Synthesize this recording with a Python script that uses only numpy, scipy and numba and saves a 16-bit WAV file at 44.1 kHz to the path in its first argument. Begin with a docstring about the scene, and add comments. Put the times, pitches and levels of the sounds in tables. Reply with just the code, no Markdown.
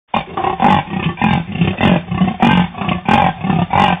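"""Open bush, a leopard sawing near a tree trunk: rough out-breaths and in-breaths by turns.
Slack vocal folds flap about 48 times a second on out-breaths and about 32, unevenly, on in-breaths.
Each flap is a click with a puff of noise after it; both ring drifting band-pass throat resonances.
Harsh rasps, lingering breath hiss and rumble, and decaying-noise echoes of trunk and far bush are added.
A narrow band cuts the treble and the strongest peaks are clipped."""
import sys
import numpy as np
from scipy import signal
from scipy.fft import rfft, irfft
from scipy.io import wavfile
from scipy.ndimage import uniform_filter1d
from numba import njit

SR = 44100
rng = np.random.default_rng(int(sys.argv[2]) if len(sys.argv) > 2 else 0)


def waveform_to_disk(signal):
    """Save audio, clipped to [-1, 1], as 16-bit WAV at the path in sys.argv[1]."""
    frames = np.transpose(np.atleast_2d(signal))
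    scaled = np.clip(frames, -1, 1) * 32767
    samples = np.round(scaled).astype(np.int16)
    wavfile.write(sys.argv[1], SR, samples)


def undo_db(level):
    """Turn decibels back into plain size, where 20 dB means ten times bigger."""
    steps = np.asarray(level, float) / 20
    return 10 ** steps


N = 176400


def unit(x):
    """Scale to rms 1."""
    return x / np.sqrt(np.mean(x ** 2))


def coloured(points):
    """Noise of rms 1, its spectrum interpolated in dB over log frequency."""
    hz, db = np.array(points).T
    f = np.maximum(np.arange(N // 2 + 1) * SR / N, 1)
    gain = undo_db(np.interp(np.log(f), np.log(hz), db))
    return unit(irfft(rfft(rng.standard_normal(N)) * gain, N))


def walk(rate):
    """Slow random drift of rms 1: held draws, rate per second, smoothed twice."""
    k = int(SR / rate)
    held = np.repeat(rng.standard_normal(N // k + 1), k)
    return unit(uniform_filter1d(uniform_filter1d(held, k), k)[:N])


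@njit
def resonance(x, hz, width, widen):
    """State-variable band-pass with a moving centre; widen damps its ringing."""
    y, b, l = np.empty(len(x)), 0., 0.
    for i in range(len(x)):
        g = np.tan(np.pi * hz[i] / SR)
        k = width * widen[i] / hz[i]
        v = (b + g * (x[i] - l)) / (1 + g * (g + k))
        b, l = 2 * v - b, l + 2 * g * v
        y[i] = v * width / hz[i]
    return y


# Noise spectrum of the bush. Each row: frequency in Hz, relative density in dB per Hz.
BUSH_SPECTRUM = [(24, -31), (40, -1), (360, -8), (754, -2), (1230, -3), (3700, -3), (4810, -33),
                 (8140, -120)]
BUSH_DB = -52


def bush():
    """Quiet steady background: coloured noise."""
    return undo_db(BUSH_DB) * coloured(BUSH_SPECTRUM)


def echoes(cat):
    """Reflections as decaying noise from 8 ms on: the near tree trunk and the bush farther off."""
    t = np.arange(SR) / SR
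    tail = 0
    for db, t60_s in ((-14, .2), (-17, .51)):  # trunk, far bush
        decay = rng.standard_normal(SR) * np.exp(-np.log(1000) * t / t60_s) * (t > .008)
        tail = tail + undo_db(db) * unit(decay)
    return signal.fftconvolve(cat, tail / np.sqrt(SR))[:N]


# Noise spectrum of the breath's low rumble. Each row: frequency in Hz, relative density in dB per Hz.
RUMBLE_SPECTRUM = [(25, -17.5), (50, -4), (80, -2.5), (130, -18.5), (300, -62.5)]
HISS_DB, RUMBLE_DB, HISS_LAG_S = -21.5, -22, .055


def breath_hiss(cat):
    """Open-mouth hiss and rumble: noise on the lagged voice envelope, lingering between strokes."""
    pole = np.exp(-1 / (HISS_LAG_S * SR))
    envelope = signal.lfilter([1 - pole], [1, -pole], np.abs(cat))
    return envelope * (undo_db(HISS_DB) * coloured(BUSH_SPECTRUM) + undo_db(RUMBLE_DB) * coloured(RUMBLE_SPECTRUM))


# Single harsh rasps. Each row: start in seconds, resonance in Hz, width in Hz, decay in seconds, level in dB.
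RASP_EVENTS = [(0.375, 1107, 89.4, 0.019, -22), (0.698, 2550, 199.6, .015, -22.5),
               (1.04, 2630, 358, 0.011, -22), (1.73, 572, 200, 0.02, -27.5),
               (2.888, 2650, 241, 0.0078, -17.5), (2.929, 2420, 207, 0.0047, -22.5),
               (2.815, 1083, 120, 0.017, -24.5)]


def rasps():
    """Short puffs of air, each ringing one resonance that rises a little."""
    out, t = np.zeros(N + SR), np.arange(SR // 5) / SR
    for start, hz, width, decay, db in RASP_EVENTS:
        puff = rng.standard_normal(len(t)) * np.exp(-t / decay)
        rising_hz = hz * (1 + np.minimum(t, 2 * decay))
        ring = resonance(puff, rising_hz, 1. * width, np.ones(len(t)))
        i = int(start * SR)
        out[i:i + len(t)] += undo_db(db) * ring / np.std(ring[t < decay])
    return out[:N]


FIRST_FLAP, FIRM_S = .35, .04  # strength at the start; it gains 1 per FIRM_S up to a ceiling of 1
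SETTLE_S, PUFF_S = .03, .007  # time constants of the slow start and of the puff's decay


def flaps(breaths, pace, slow_end, scatter, scatter_db):
    """Irregular fold closures: clicks, puff envelopes, progress 0-1 per row, band dB, time since a flap."""
    clicks, progress, balance = np.zeros(N), np.zeros(N), np.zeros((5, N))
    t = np.arange(N) / SR
    for (start, length, *db), (rate, slow) in zip(breaths, pace):
        s = 0.
        for late, size in rng.standard_normal((24, 2)):
            if s < length and start + s < N / SR:
                firmness = min(FIRST_FLAP + s / FIRM_S, 1)
                clicks[int((start + s) * SR)] = undo_db(scatter_db * size) / np.sqrt(rate) * firmness
            slowing = slow * np.exp(-s / SETTLE_S) + slow_end * (s / length) ** 3
            s += (1 + slowing + scatter * late) / rate
        on = t >= start - .03
        progress[on] = np.clip((t[on] - start) / length, 0, 1)
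        balance[1, on] = db[0] + (db[1] - db[0]) * progress[on]
        balance[2, on] = db[2] + (db[3] - db[2]) * progress[on]
        balance[3, on], balance[4, on] = db[4:]
    pole = np.exp(-1 / (PUFF_S * SR))
    onset = signal.lfilter([1], [1, -pole ** 3], clicks)
    puffs = signal.lfilter([1], [1, -pole], onset)
    since_s = t - np.maximum.accumulate(t * (clicks > 0))
    return unit(clicks), unit(puffs), progress, balance, since_s


WANDER, WANDER_DB, WANDER_PER_S = .03, 2.5, 14  # rms drift of pitch (share) and strength, draws per s
ARCH_TOP = (.25, .572, .28)  # progress at which chest, mouth, treble resonances stand highest
OPENING_S = .009  # damping grows from 0.5 to 1.5 times this after a flap


def strokes(breaths, efforts, throat, air_db, leak, sags, flap, damp):
    """Flaps and air ring groups of drifting throat resonances; parting folds damp the upper ones."""
    t = np.arange(N) / SR
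    clicks, puffs, progress, balance, since_s = flaps(breaths, *flap)
    parted = 1 + damp * np.clip(since_s / OPENING_S - .5, 0, 1)
    effort = 0
    for points in efforts:
        at_s, level_db = np.array(points).T
        effort = effort + undo_db(np.interp(t, at_s, level_db, -120, -120))
    effort = uniform_filter1d(effort, size=90)
    out = 0
    # kind: 0 chest, 1 mouth, 2 treble; the last two groups are second chest and low mouth
    for group, band_db, kind in zip(throat, balance, (0, 1, 2, 0, 1)):
        arch = 1 - 2 * np.abs(progress - ARCH_TOP[kind])
        widen = parted if kind else np.ones(N)
        moving = []
        for hz, width, db in group:
            moving_hz = hz * (1 + sags[kind] * (arch - .4) + WANDER * walk(WANDER_PER_S))
            gain = undo_db(db + WANDER_DB * walk(WANDER_PER_S)) / np.sqrt(width)
            moving.append((moving_hz, 1. * width, gain))

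        def ring(x):
            """Sum the group's resonances with alternating sign."""
            return sum((-1) ** k * g * resonance(x, hz, w, widen) for k, (hz, w, g) in enumerate(moving))

        air = unit((puffs + leak[kind]) * rng.standard_normal(N))
        source = clicks + undo_db(air_db[kind]) * air
        loudness = np.std(ring(source)[effort > effort.max() / 30])
        out = out + ring(effort * undo_db(band_db) * source) / loudness
    return out


# In-breath stretches; the first two rows are one breath, slower then faster flapping.
# Each row: first flap in seconds, length in seconds, mouth band early and late in dB,
# treble early and late in dB, second chest resonance in dB, low mouth resonance in dB; all against the chest.
IN_STRETCHES = [(.299, 0.11, -8.5, 6, -7.5, -17, -5, -15), (.439, 0.18, 1.5, 11.5, -10, -14.5, -6.5, -13),
                (.870, 0.26, -3, -9, -6.5, -17.5, -10.5, -28),
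                (1.485, 0.74, -18.5, -13.5, -10.5, -25, -13, -23.5),
                (2.076, 0.43, -16, -2.5, -19, -13, -17, -33), (2.744, 0.3, -3.5, -8, -15, -19, -19, -25.5),
                (3.379, 0.24, -11.5, -7, -11.5, -17.5, -17.5, -26.5)]
# Chest effort, one list per breath. Each row: time in seconds, level in dB.
IN_EFFORTS = [
    [(0.27, -24), (0.355, -26), (0.374, -20), (0.41, -13), (0.474, -17.5), (0.542, -26), (0.57, -64.5)],
    [(0.855, -31.5), (0.869, -24.5), (0.899, -26.5), (1.055, -15.5), (1.111, -18), (1.157, -32),
     (1.165, -46)],
    [(1.47, -20), (1.508, -22.5), (1.538, -17.5), (1.55, -20.5), (1.656, -12), (1.696, -15.5),
     (1.765, -35.5)],
    [(2.06, -38.5), (2.068, -21.5), (2.098, -22), (2.282, -13), (2.32, -23), (2.35, -27.5), (2.375, -58.5)],
    [(2.715, -39.5), (2.727, -26.5), (2.745, -20.5), (2.799, -17.5), (2.929, -11), (2.989, -23.5),
     (3.035, -47.5)],
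    [(3.36, -24.5), (3.412, -21.5), (3.438, -23), (3.49, -14.5), (3.622, -16.5), (3.672, -33), (3.685, -62)],
]
# Chest, mouth and treble groups. Each row: resonance in Hz, width in Hz, relative level in dB.
IN_RESONANCES = ([(88.6, 33, -0.5), (184, 18.3, 6)], [(745.4, 24.3, 3.5), (1032, 35, -4), (1135, 8.3, -3)],
                 [(1784, 8.7, 0), (2155, 21, 0.5), (2650, 120, 3.5), (3005, 17, -3.5), (3290, 210, -7)])
# One row per stretch. Each row: flaps per second before slowing, share by which the start is slower.
IN_PACES = [(27, 0), (34.7, 0), (32.7, 0), (32, 0), (29.5, 0), (29.5, 0), (34.5, 0)]


def in_breaths():
    """Slow uneven flapping on indrawn air, with much noise in the treble."""
    throat = IN_RESONANCES + ([(365, 28, 0)], [(560, 60, 0)])  # second chest, low mouth
    return strokes(IN_STRETCHES, IN_EFFORTS, throat,
                   air_db=(1, 2, 14), leak=(1.5, .86, .6),  # air against clicks, leak between puffs
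                   sags=(.026, .028, .012),  # pitch arch, share
                   flap=(IN_PACES, 0., .04, 3.),  # end slowing, period scatter, strength scatter dB
                   damp=1.)


# Out-breaths. Each row: first flap in seconds, length in seconds, mouth band early and late in dB,
# treble early and late in dB, second chest resonance in dB, low mouth resonance in dB; all against the chest.
OUT_BREATHS = [(.140, 0.072, 10, -4.5, -7.5, -4.5, -15, -9), (.598, 0.21, 3.5, 5, -11.5, -6, -15, -7.5),
               (1.186, 0.23, 3, -16, -5.5, -15, -27, -21.5), (1.781, 0.2, -13, -5, -8.5, -8, -14, -10),
               (2.400, 0.27, -0.5, -4.5, -10, -10.5, -22.5, -21.5),
               (3.054, 0.25, 2, -3, -8, -9.5, -21, -13.5), (3.704, 0.24, 4.5, 1, -10.5, -8, -19, -12.5)]
# Chest effort, one list per breath. Each row: time in seconds, level in dB.
OUT_EFFORTS = [
    [(0.135, -13), (0.153, -12), (0.199, -26.5), (0.237, -28.5), (0.251, -51), (0.265, -19.5)],
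    [(0.575, -25.5), (0.589, -17), (0.625, -15.5), (0.745, -17), (0.823, -24.5), (0.85, -61)],
    [(1.17, -14), (1.184, -24.5), (1.218, -12.5), (1.362, -13.5), (1.43, -30.5), (1.465, -24)],
    [(1.77, -17.5), (1.806, -13.5), (1.856, -9.5), (1.974, -16.5), (2.008, -24), (2.055, -41)],
    [(2.38, -32), (2.394, -19.5), (2.434, -9), (2.608, -15), (2.684, -35), (2.71, -66)],
    [(3.04, -44), (3.05, -25.5), (3.084, -11), (3.154, -12), (3.304, -20), (3.355, -61)],
    [(3.69, -30), (3.72, -16), (3.754, -14.5), (3.804, -11), (3.924, -16.5), (4.0, -32)],
]
# Chest, mouth and treble groups. Each row: resonance in Hz, width in Hz, relative level in dB.
OUT_RESONANCES = ([(88, 140, -2), (200.6, 25.5, 4)], [(784.6, 30.6, 10), (1021, 34, 3.5), (1175, 9, -8.5)],
                  [(1552, 10, -3.5), (1800, 13, -5), (2002, 13, -2), (2356, 26, 2), (2730, 130, 0),
                  (3110, 68, -8), (3397, 40, -5.5)])
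# Each row: flaps per second before slowing, share by which the start is slower.
OUT_PACES = [(55, .3), (50.5, .15), (45.5, .3), (48, .25), (47.5, .1), (48, .5), (49, .33)]


def out_breaths():
    """Faster, steadier flapping on outgoing air, slowing towards the end of the breath."""
    throat = OUT_RESONANCES + ([(368, 50, 0)], [(600, 55, 0)])  # second chest, low mouth
    return strokes(OUT_BREATHS, OUT_EFFORTS, throat,
                   air_db=(-4, -2.5, 12), leak=(.5, .5, 1.3),
                   sags=(.17, .097, .036),
                   flap=(OUT_PACES, .15, .015, 1.5),
                   damp=1.8)


def scene():
    """The leopard, its hiss, its near and far echoes and the quiet bush."""
    cat = out_breaths() + in_breaths() + rasps()
    cat = signal.sosfilt(signal.butter(2, 80, "high", fs=SR, output="sos"), cat)
    return (cat + breath_hiss(cat) + echoes(cat) + bush())[None]


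def roll_off(x):
    """The treble ends steeply here."""
    return signal.sosfilt(signal.butter(12, 16340, fs=SR, output="sos"), x)


OPENS_S, BAND_TOP_HZ = .076, 3650
OVERLOAD, CLIP = .61, .71  # peak limits: preamplifier, finished mix
MIRROR_DB = -17  # gain of the 8 kHz product


def record(dry):
    """Late fade-in, saturating preamplifier, narrow band, faint mirror of its top above 4 kHz, clipping."""
    t = np.arange(N) / SR
    x = dry * np.clip((t - OPENS_S) / .015, 0, 1)
    x = signal.sosfilt(signal.butter(2, 30, "high", fs=SR, output="sos"), x)
    x = np.clip(x, -OVERLOAD, OVERLOAD)
    x = signal.sosfilt(signal.ellip(14, .3, 100, BAND_TOP_HZ, fs=SR, output="sos"), x)
    mirror = x * np.cos(2 * np.pi * 8000 * t)
    mirror = signal.sosfilt(signal.butter(3, [4340, 4420], "band", fs=SR, output="sos"), mirror)
    mix = np.clip(x + undo_db(MIRROR_DB) * mirror, -CLIP, CLIP)
    return roll_off(mix)


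dry = scene()
out = record(dry)
waveform_to_disk(out)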